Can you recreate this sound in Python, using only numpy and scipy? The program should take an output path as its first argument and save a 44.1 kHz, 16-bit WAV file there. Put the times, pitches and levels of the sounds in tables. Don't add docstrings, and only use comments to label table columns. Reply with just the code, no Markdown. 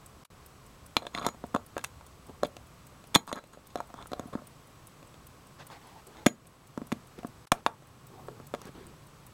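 import sys
import numpy as np
from scipy import signal
from scipy.fft import rfft, irfft
from scipy.io import wavfile
from scipy.ndimage import uniform_filter1d

SR = 44100
rng = np.random.default_rng(int(sys.argv[2]) if len(sys.argv) > 2 else 0)


def store_wav(level_fs):
    pcm = np.round(np.clip(np.atleast_2d(level_fs), -1, 1) * 32767)
    wavfile.write(sys.argv[1], SR, pcm.T.astype(np.int16))


N = 411453

# (f/Hz, level/dB, t60/s)
TABLE_MODES = [(152, -10, 0.037), (184.4, -7, 0.06), (240.3, 4.5, 0.036), (372, -2.5, .04)]
# (f/Hz, level/dB, t60/s)
CASE_MODES = [(488, -3.5, 0.01), (588, 3, 0.021), (710.4, 1.5, 0.032), (919, 6.5, 0.015),
              (1084, 9.5, 0.012), (1254, 3.5, 0.014), (1584, -6, 0.023)]
# (f/Hz, level/dB, t60/s)
RIM_MODES = [(2131, 1.5, 0.011), (2330, 1.5, 0.012), (2644, -1, 0.011), (3450, -0.5, 0.014),
             (3604, -3.5, 0.017), (4040, -0.5, 0.01), (4830, 2.5, 0.0058)]
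# (f/Hz, level/dB, t60/s)
EDGE_MODES = [(5920, 1, 0.0031), (6680, 1.5, 0.013), (8380, -3, 0.017), (11420, -5, 0.011),
              (12500, -7, 0.01), (14350, -12.5, 0.0067)]
# (f/Hz, level/dB, t60/s)
LID_MODES = [(2190, -5, .09), (3200, -2, .08), (3540, 0, .06), (3960, -3, .09), (4130, -1, .09),
             (5900, -9, .04), (6790, -1, .13), (8570, -6, .045), (10560, -8, .13), (14900, -14, .09)]


def gain_of(db):
    return 10 ** (np.asarray(db) / 20)


def evened(x):
    return x / np.sqrt(np.mean(x ** 2) + 1e-20)


def read(points, hz):
    f, value = np.transpose(points)
    return np.interp(np.log(hz + 1), np.log(f + 1), value)


def follow(points, s):
    return np.interp(s, *np.transpose(points))


def add(mix, s, sound):
    part = mix[round(s * SR):][:len(sound)]
    part += sound[:len(part)]


def noise(spectrum, patchy_db=0.):
    frames, hz = N // 256 + 5, np.fft.rfftfreq(1024, 1 / SR)
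    real, imaginary, patches = rng.standard_normal((frames, 513, 3)).T
    patches = uniform_filter1d(patches, size=10, axis=0)
    patches = evened(uniform_filter1d(patches, size=12, axis=1))
    level_db = read(spectrum, hz)[:, None] + patchy_db * patches
    z = (real + 1j * imaginary) * gain_of(level_db)
    return evened(signal.istft(z, nperseg=1024, noverlap=768)[1][:N])


def band_noise(band_hz):
    band = signal.butter(2, band_hz, "band", fs=SR, output="sos")
    return evened(signal.sosfilt(band, rng.standard_normal(N)))


def puff(spectrum, t60, rise_s=0.000074):
    t = np.arange(4096) / SR
    colour = gain_of(read(spectrum + [(SR / 2, -60)], np.fft.rfftfreq(4096, 1 / SR)))
    x = irfft(rfft(rng.standard_normal(4096)) * colour)
    x *= gain_of(-60 * t / t60) * (1 - np.exp(-t / rise_s))
    return x / abs(x).max()


def ring(modes, favoured_hz=None, focus=.3, spread_db=3.5, rise_s=0.00076, most_db=11.5):
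    hz, db, t60 = np.transpose(modes)[:, :, None]
    t = np.arange(round(min(t60.max(), .2) * SR)) / SR
    level_chance, pitch_chance = rng.standard_normal((2, len(modes), 1))
    if favoured_hz:
        db = db - np.minimum(20 * abs(np.log(hz / favoured_hz)) / focus, most_db)
    level = gain_of(db + spread_db * level_chance - 60 * t / t60)
    tones = level * np.sin(2 * np.pi * hz * (1 + 0.0049 * pitch_chance) * t)
    sound = tones.sum(axis=0) * (1 - np.exp(-t / rise_s))
    return sound / abs(sound).max()


def strokes(rows):
    out = np.zeros((3, N))
    edge_s = 0.021
    for s, length_s, pressure_db, change_db, bright_db, control, *_ in rows:
        t = np.arange(0, length_s, 1 / SR)
        edge = signal.windows.tukey(len(t), min(1, 2 * edge_s / length_s))
        pressure = gain_of(pressure_db + change_db * t / length_s) * edge
        add(out[0], s, pressure)
        add(out[1], s, gain_of(bright_db) * pressure)
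        out[2, round(s * SR):] = control
    return out


def room():
    # (f/Hz, relative level per Hz/dB)
    air = [(12, -38.5), (20, -14.5), (130, -2), (182, -5.5), (284, -9), (920, -14.5), (1090, -10.5),
           (1700, -20), (7270, -27.5), (15800, -34.5)]
    # (f/Hz, relative level per Hz/dB)
    hiss_limit = [(16050, -38), (16250, -62)]
    # (t/s, level/dB)
    rumble_db = [(0, -60.5), (2.4, -56.5), (3.3, -65), (4.2, -58), (4.6, -67), (5.2, -59), (5.9, -73.5),
                 (7, -62), (8.3, -69.5), (8.8, -59), (9.33, -66)]
    # (t/s, level/dB)
    hum_db = [(0, -65), (1.5, -63), (2.3, -65), (2.9, -60), (3.5, -73), (4.3, -61.5), (5.25, -61),
              (5.7, -66.5), (6.9, -58), (7.9, -59.5), (8.37, -54), (8.8, -57.5), (9.33, -58.5)]
    # (f/Hz, width/Hz, level/dB)
    drone = (1085, 78, -70.5)
    # (f/Hz, level/dB)
    whines = [(7854, -83), (7881, -76)]
    t = np.arange(N) / SR
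    out = gain_of(-54) * noise(air + hiss_limit, patchy_db=0.23)
    out += gain_of(follow(rumble_db, t)) * band_noise([45, 95])
    out += gain_of(follow(hum_db, t)) * band_noise([110, 150])
    hz, width_hz, db = drone
    narrow = signal.iirpeak(hz, hz / width_hz, SR)
    out += gain_of(db) * evened(signal.lfilter(*narrow, rng.standard_normal(N)))
    for hz, db in whines:
        out += gain_of(db) * np.sqrt(2) * np.sin(2 * np.pi * (hz * t + rng.random()))
    return out


def burst(hz, length_s, count):
    # (f/Hz, level/dB, t60/s)
    escapement = [(7100, -7.5, 0.0049), (8200, 11, 0.0069), (9300, -11.5, 0.019), (9300, 3, 0.011),
                  (10500, 4, 0.01), (11300, 1.5, 0.0068), (14080, 4.5, 0.0055), (14420, -5, 0.0048),
                  (16110, -4, 0.0065)]
    # (f/Hz, relative level per Hz/dB)
    hiss = [(5000, -7.5), (8000, 0.5), (11000, -9.5), (15000, 4), (16500, -15)]
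    at, size = rng.random((2, count))
    train = np.zeros(round(length_s * SR) + 2)
    places = np.round((np.arange(count) + at) / count * length_s * SR).astype(int)
    train[places] = 0.39 + 0.31 * size
    train[0] = 1
    impact = gain_of(-1.0) * puff(hiss, t60=0.0084)[:800]
    add(impact, 0, ring(escapement, hz, focus=0.49))
    sound = np.convolve(train, impact)
    return sound / abs(sound).max()


def ticks():
    # (t/s, lag/s)
    beat_lag = [(0, .0612), (1.7, .0635), (3, .0695), (4.8, .0705), (5.4, .0675), (6.2, .0695),
                (8.4, .0688), (9.3, .0655)]
    # (level/dB, middle of the favoured f/Hz, length/s, late/s)
    tick_tock = [(-39.5, 13500, 0.0058, 0), (-47, 10500, 0.0057, .0015)]
    spread_db, spread_octaves = 1, 0.26
    out = np.zeros(N)
    starts = np.arange(0, N / SR, .2)
    chance = rng.standard_normal((len(starts), 2))
    for k, s in enumerate(starts + follow(beat_lag, starts)):
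        db, hz, length_s, late_s = tick_tock[k % 2]
        beat = burst(hz * 2 ** (spread_octaves * chance[k, 0]), length_s, count=4)
        add(out, s + late_s, gain_of(db + spread_db * chance[k, 1]) * beat)
    return out


def echo(x):
    # (f/Hz, t60/s)
    decay = [(200, 0.26), (1000, 0.2), (4000, 0.083), (12000, 0.17)]
    hz, t, z = signal.stft(rng.standard_normal(SR // 4), SR, nperseg=128)
    dying = gain_of(-60 * t / read(decay, hz)[:, None])
    tail = signal.istft(z * dying, SR, nperseg=128)[1]
    tail = np.pad(tail, (round(0.0029 * SR), 0))
    return signal.oaconvolve(x, tail / np.linalg.norm(tail))[:N]


def knocks():
    # (t/s, table thud level/dB, case knock level/dB, rim clack level/dB,
    # snap level/dB, favoured case f/Hz, favoured rim and lid f/Hz)
    blows = [(0.9669, -24, -13, -9, -21, 1090, 4020), (1.022, -60, -32, -46, -61, 704, 3450),
             (1.052, -55, -32, -45, -62, 645, 3540), (1.0675, -45, -27, -26, -39, 704, 3600),
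             (1.149, -30.5, -27, -22, -35, 714, 3600), (1.1645, -44, -40, -43, -52, 1070, 4100),
             (1.1761, -50, -27, -27, -49, 1100, 3470), (1.185, -36, -23, -30, -50, 1100, 4090),
             (1.1977, -41, -30, -48, -48, 1130, 4170), (1.214, -50, -31, -39, -56, 610, 3430),
             (1.2272, -42, -32, -36, -48, 1120, 2330), (1.241, -35, -35, -47, -53, 1080, 2300),
             (1.248, -43, -32, -30, -49, 660, 2140), (1.255, -54, -23, -38, -44, 940, 3500),
             (1.2653, -21, -12, -22.5, -19.5, 870, 3740), (1.2873, -37, -24.5, -33.5, -35, 1250, 2280),
             (1.346, -42, -40, -64, -58, 826, 2430), (1.4398, -29, -25.5, -48, -54, 690, 1910),
             (1.544, -30, -23, -44, -46, 950, 3500), (1.548, -19, -12, -34, -31, 970, 3570),
             (1.5617, -41, -13.5, -31, -39, 760, 2630), (1.7668, -39, -18, -37, -50, 480, 2310),
             (1.7795, -65, -23.5, -30.5, -31.5, 1660, 2680), (1.792, -58, -36, -38, -50, 1640, 1910),
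             (1.812, -51, -44, -44, -55, 1210, 2540), (1.8409, -77, -27.5, -35, -27, 1180, 2620),
             (1.845, -67, -51, -25, -23.5, 1300, 2590), (2.01, -64, -38, -49, -58, 890, 2350),
             (2.295, -35.5, -39, -54, -59, 790, 2940), (2.4277, -27.5, -39, -47, -57, 440, 1970),
             (2.4328, -30.5, -10, -27, -30, 547, 3630), (2.4483, -27.5, -26, -31, -40, 740, 3340),
             (2.455, -35, -39, -31.5, -48, 430, 3450), (2.5668, -44, -35, -36.5, -38, 660, 2720),
             (3.04, -51, -44.5, -46.5, -50, 660, 2850), (3.1455, -51, -28, -20, -22, 1290, 3200),
             (3.1501, -24.5, -26, -12.5, -9, 1350, 4050), (3.1578, -10, -4.5, -5, -12.5, 1110, 3300),
             (3.164, -19, -20, -26, -30, 1000, 4090), (3.2766, -45, -25.5, -35.5, -39, 1020, 2510),
             (3.2909, -47, -38, -43, -46, 1010, 3270), (3.316, -53, -18.5, -56, -42, 980, 3550),
             (3.3278, -25.5, -17.5, -23.5, -24.5, 554, 3740), (3.358, -56, -34.5, -65, -35, 1230, 2340),
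             (3.439, -46, -40.5, -45, -48, 610, 2830), (3.536, -66, -37, -52, -57, 1230, 4070),
             (3.573, -46, -36.5, -77, -64, 520, 3500), (3.7567, -33, -16.5, -35, -35.5, 550, 3970),
             (3.774, -47, -34, -44, -44, 945, 3550), (3.7867, -46, -36, -53, -52, 660, 1910),
             (3.8036, -48, -18.5, -49, -39.5, 776, 2090), (3.902, -48, -40, -50, -61, 690, 2060),
             (3.941, -41, -29.5, -49, -44.5, 980, 3540), (4.0141, -46, -45, -49, -51, 1130, 3670),
             (4.025, -49, -40, -40.5, -48, 680, 3600), (4.0582, -56, -34.5, -55, -57, 1170, 2360),
             (4.1175, -32, -27.5, -39, -40, 557, 4040), (4.1325, -37, -19, -31, -38.5, 510, 3880),
             (4.1954, -28, -23.5, -37.5, -36, 540, 3350), (4.256, -34.5, -46, -60, -57, 540, 1960),
             (4.3315, -38, -38, -44, -51, 1220, 3640), (4.3525, -22, -24, -44, -56, 470, 2320),
             (4.42, -48, -39, -60, -56, 610, 1940), (5.028, -51, -41.5, -47.5, -53, 660, 2840),
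             (5.142, -49, -49, -45.5, -52, 560, 1910), (5.7013, -60, -37, -48, -58, 860, 3520),
             (6.2617, -38, -12.5, -16, -22, 400, 3130), (6.2649, -7, -7.5, -10, -12, 406, 2420),
             (6.2842, -43, -39, -29, -50, 520, 3260), (6.455, -58, -45, -47, -62, 800, 2500),
             (6.776, -23, -22, -46, -41.5, 432, 1928), (6.8167, -26, -32.5, -47, -55, 430, 2130),
             (6.919, -31, -21, -27.5, -34.5, 1160, 2680), (6.924, -18, -27, -29.5, -31.5, 556, 1930),
             (7.188, -35.5, -42, -42, -48, 516, 3170), (7.2316, -44, -34.5, -46, -51, 800, 2360),
             (7.2473, -25.5, -27, -51, -59, 480, 1900), (7.5188, -15, -5.5, -10.5, -13.5, 1250, 2920),
             (7.522, -41, -13, -31, -33, 714, 2700), (7.6635, -25.5, -4, -12.5, -25.5, 1005, 3600),
             (7.823, -56, -42, -62, -55, 590, 1900), (8.2845, -35, -26, -44.5, -55, 500, 1910),
             (8.4003, -39, -35, -64, -61, 480, 2010), (8.5391, -27.5, -18, -32, -42, 477, 1900),
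             (8.5479, -43, -26, -35, -38.5, 428, 1900), (8.6163, -50, -38, -46, -37.5, 1340, 3530),
             (8.654, -35.5, -46, -49, -42, 520, 3880), (8.691, -36.5, -42, -65, -60, 537, 2700)]
    # (t/s, f/Hz)
    thud_hz = [(0, 258), (6.3, 245), (7.25, 250), (7.52, 157), (7.66, 230), (8.28, 375), (8.55, 375),
               (8.65, 150)]
    # (t/s, free ring level against the rim clack/dB, pitch left most free f/Hz)
    lid_free = [(0.97, -23, 4000), (1.15, -17, 3560), (1.26, -10, 6700), (1.55, -14.5, 3620),
                (2.5, -25.5, 3300), (3.15, -16, 4120), (3.35, -8, 4000), (4.2, -26, 4000),
                (6.26, -15.5, 6790), (6.9, -27, 3320), (7.6, -37, 3300), (8.6, -22, 3300)]
    # (f/Hz, relative level per Hz/dB)
    crack = [(300, -6), (1200, 1.5), (2500, -2.5), (5000, -14)]
    # (f/Hz, relative level per Hz/dB)
    snap = [(3500, -24.5), (5500, 3), (9000, -2), (13000, -8), (16500, -18)]
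    out, thuds = np.zeros((2, N))
    grip_s, *grip = np.transpose(lid_free)
    for s, thud_db, knock_db, clack_db, snap_db, case_hz, rim_hz in blows:
        free_db, lid_hz = (np.interp(s, grip_s, v) for v in grip)
        ring_db = clack_db + free_db
        thud = ring(TABLE_MODES, follow(thud_hz, s), focus=0.69, rise_s=0.0016)
        add(thuds, s, -gain_of(thud_db) * thud)
        add(out, s, gain_of(knock_db) * ring(CASE_MODES, case_hz, focus=0.78))
        add(out, s, gain_of(clack_db) * ring(RIM_MODES, rim_hz, focus=0.32))
        add(out, s, gain_of(clack_db - 1.0) * puff(crack, t60=0.013))
        add(out, s, gain_of(snap_db) * puff(snap, t60=0.013))
        add(out, s, gain_of(snap_db - 4.5) * ring(EDGE_MODES, rise_s=.0001))
        free = ring(LID_MODES, lid_hz, spread_db=2.5, focus=.25, most_db=14.)
        add(out, s, gain_of(ring_db) * free)
        touched = ring(LID_MODES, rim_hz, spread_db=2.5, focus=.15, most_db=24.)
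        add(out, s, gain_of(ring_db - 4.5) * touched)
    return out + signal.sosfilt(signal.butter(2, 85., "high", fs=SR, output="sos"), thuds)


def scrapes():
    # (t/s, length/s, pressure level/dB, change over the stroke/dB,
    # brightness against pressure/dB, favoured case f/Hz, favoured rim and lid f/Hz)
    slides = [(1.01, 0.051, -36, -14, -11, 660, 3560), (1.127, 0.082, -42, 5, -6, 1120, 3580),
              (1.2, 0.064, -39.5, 5, -11.5, 1120, 4000), (1.248, .055, -35, -3, -18, 1110, 4000),
              (2.429, 0.047, -39, -20, 3, 650, 3300), (3.141, 0.018, -37.5, 13, 16, 1250, 3600),
              (3.271, 0.051, -32.5, -11, -8.5, 1050, 5900), (3.342, .06, -35, 1, -14.5, 1240, 4000),
              (3.516, 0.047, -44.5, -11, -6, 1100, 7500), (3.65, .02, -60, -3, 5, 1100, 4200),
              (3.695, 0.024, -61, 0, 8, 1100, 4200), (3.767, 0.061, -37.5, -11, -14, 700, 4300),
              (3.942, 0.1, -52, 11, -12, 940, 3800), (4.15, .16, -49, -3, -22, 480, 2190),
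              (4.32, 0.04, -31, -16, -17, 474, 2190), (4.361, .04, -47.5, 7, -22, 486, 2190),
              (6.156, 0.061, -50, -10, -1.5, 1000, 3200)]
    happens = rng.random(N) < 1500 / SR
    unevenness = gain_of(3.5 * np.minimum(rng.exponential(1, N), 4))
    slips = rng.standard_normal((4, N)) * unevenness * happens
    levels_db = (-10.5, -2.0, -4.0, -8.5)
    out = np.zeros(N)
    for row in slides:
        s, length_s, *_, case_hz, lid_hz = row
        span = slice(round(s * SR), round((s + length_s) * SR) + 1)
        pressure, bright = strokes([row])[:2, span]
        bodies = (ring(TABLE_MODES),
                  ring(CASE_MODES, case_hz, focus=1.0),
                  ring(RIM_MODES + EDGE_MODES, lid_hz, focus=2.6),
                  ring(LID_MODES, lid_hz, focus=.35, most_db=11.))
        drives = (pressure, pressure, bright, bright)
        for x, drive, db, body in zip(slips, drives, levels_db, bodies):
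            rung = signal.oaconvolve(evened(x[span]) * drive, body / np.linalg.norm(body))
            add(out, s, gain_of(db) * rung)
    return out


def rubs():
    # (t/s, length/s, pressure level/dB, change over the stroke/dB,
    # brightness against pressure/dB, share of the lighter fingertip rustle/0-1)
    skin_strokes = [(2.26, 0.065, -57, 9, -18, .4), (5.58, 0.061, -56, -0.5, 8.5, .4),
                    (5.7, 0.094, -49.5, -13, 5.5, 0.97), (5.7, .05, -56, -4, -20, 1),
                    (5.8, .22, -58, 2.5, -1.5, .95), (6.05, .2, -59, 6.5, -4.5, 0.5),
                    (7.1, 0.041, -54, -15, -5, .6), (7.17, 0.05, -45.5, -8, -5, 0.1),
                    (7.52, 0.1, -44, -12, -3, 0.6), (8.09, 0.2, -56, 3, -17.5, 0.46),
                    (8.29, 0.18, -50, -7, -22, 0.2), (8.57, 0.13, -61.5, 14.5, -2, 0.4),
                    (8.735, 0.18, -47, -8, -8.5, 0.05), (8.89, 0.091, -52, -14, -9, 0.1)]
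    # (f/Hz, relative level per Hz/dB)
    pad = [(100, 3), (250, 6.5), (450, 9.5), (700, -15), (1200, -45)]
    # (f/Hz, relative level per Hz/dB)
    fingertip = [(300, 1.5), (600, 4), (850, 18), (1250, -0.5), (1900, -18)]
    # (f/Hz, relative level per Hz/dB)
    skin_hiss = [(1500, -1.5), (2500, -6.5), (4500, -10.5), (7000, -20), (12000, -35.5), (16000, -60)]
    pressure, bright, light = strokes(skin_strokes)
    light = np.clip(light, 0, 1)
    patchy_db = 3.
    pressed = np.sqrt(1 - light) * noise(pad, patchy_db)
    rustle = np.sqrt(light) * noise(fingertip, patchy_db)
    return pressure * (pressed + rustle) + bright * noise(skin_hiss, patchy_db)


def squeak():
    start_s, hold_s, sag_s = 8.175, .075, 0.086
    start_hz, sag_hz, start_db, fade_db = 11950, -900, -73, -8
    t = np.arange(0, hold_s + sag_s, 1 / SR)
    sag = np.clip((t - hold_s) / sag_s, 0, 1)
    out = np.zeros(N)
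    tone = np.sqrt(2) * np.sin(2 * np.pi * np.cumsum(start_hz + sag_hz * sag) / SR)
    level = gain_of(start_db + fade_db * np.sqrt(sag)) * signal.windows.tukey(len(t), .2)
    add(out, start_s, level * tone)
    return out


def scene():
    near = knocks() + scrapes() + ticks()
    return (near + gain_of(-17.0) * echo(near) + rubs() + squeak() + room())[None]


def ducked(x):
    power_db = 10 * np.log10(abs(uniform_filter1d(x ** 2, size=2000)) + 1e-12)
    fall = np.arange(N) * 18.3 / SR
    held_db = np.maximum.accumulate(power_db + fall) - fall
    over_db = np.maximum(held_db + 29, 0)
    late_db = np.pad(uniform_filter1d(over_db, size=1200), (1600, 0))[:N]
    return x / gain_of(0.41 * late_db)


def silences():
    # (from t/s, to t/s, click t/s)
    gaps = [(.2378, .3022, .2478), (7.4548, 7.5172, 7.4685)]
    # (f/Hz, relative level per Hz/dB)
    dull = [(300, -22), (1000, 8.5), (2000, -2), (4000, -1), (6500, -6), (10000, -4), (13000, -7),
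            (16000, -32)]
    passing, clicks = np.ones(N), np.zeros(N)
    for start, end, s in gaps:
        passing[round(start * SR):round(end * SR)] = gain_of(-30)
        add(clicks, s, gain_of(-51) * puff(dull, t60=.04))
        add(clicks, s + 0.0028, gain_of(-41.0) * puff(dull, t60=0.027, rise_s=0.00025))
    t = np.arange(2000) / SR
    pop = np.exp(-t / 0.012) * (1 - np.exp(-t / 0.0024))
    add(clicks, gaps[-1][1], -gain_of(-28) * pop)
    return uniform_filter1d(passing, size=20), clicks


def record(dry):
    out = ducked(dry[0])
    passing, clicks = silences()
    out = np.tanh((out * passing + clicks) / 1.045) * 0.87
    band_limit = signal.firwin(255, 16800, window=("kaiser", 9), fs=SR)
    return signal.oaconvolve(out, band_limit, "same")[None]


dry = scene()
out = record(dry)
store_wav(out)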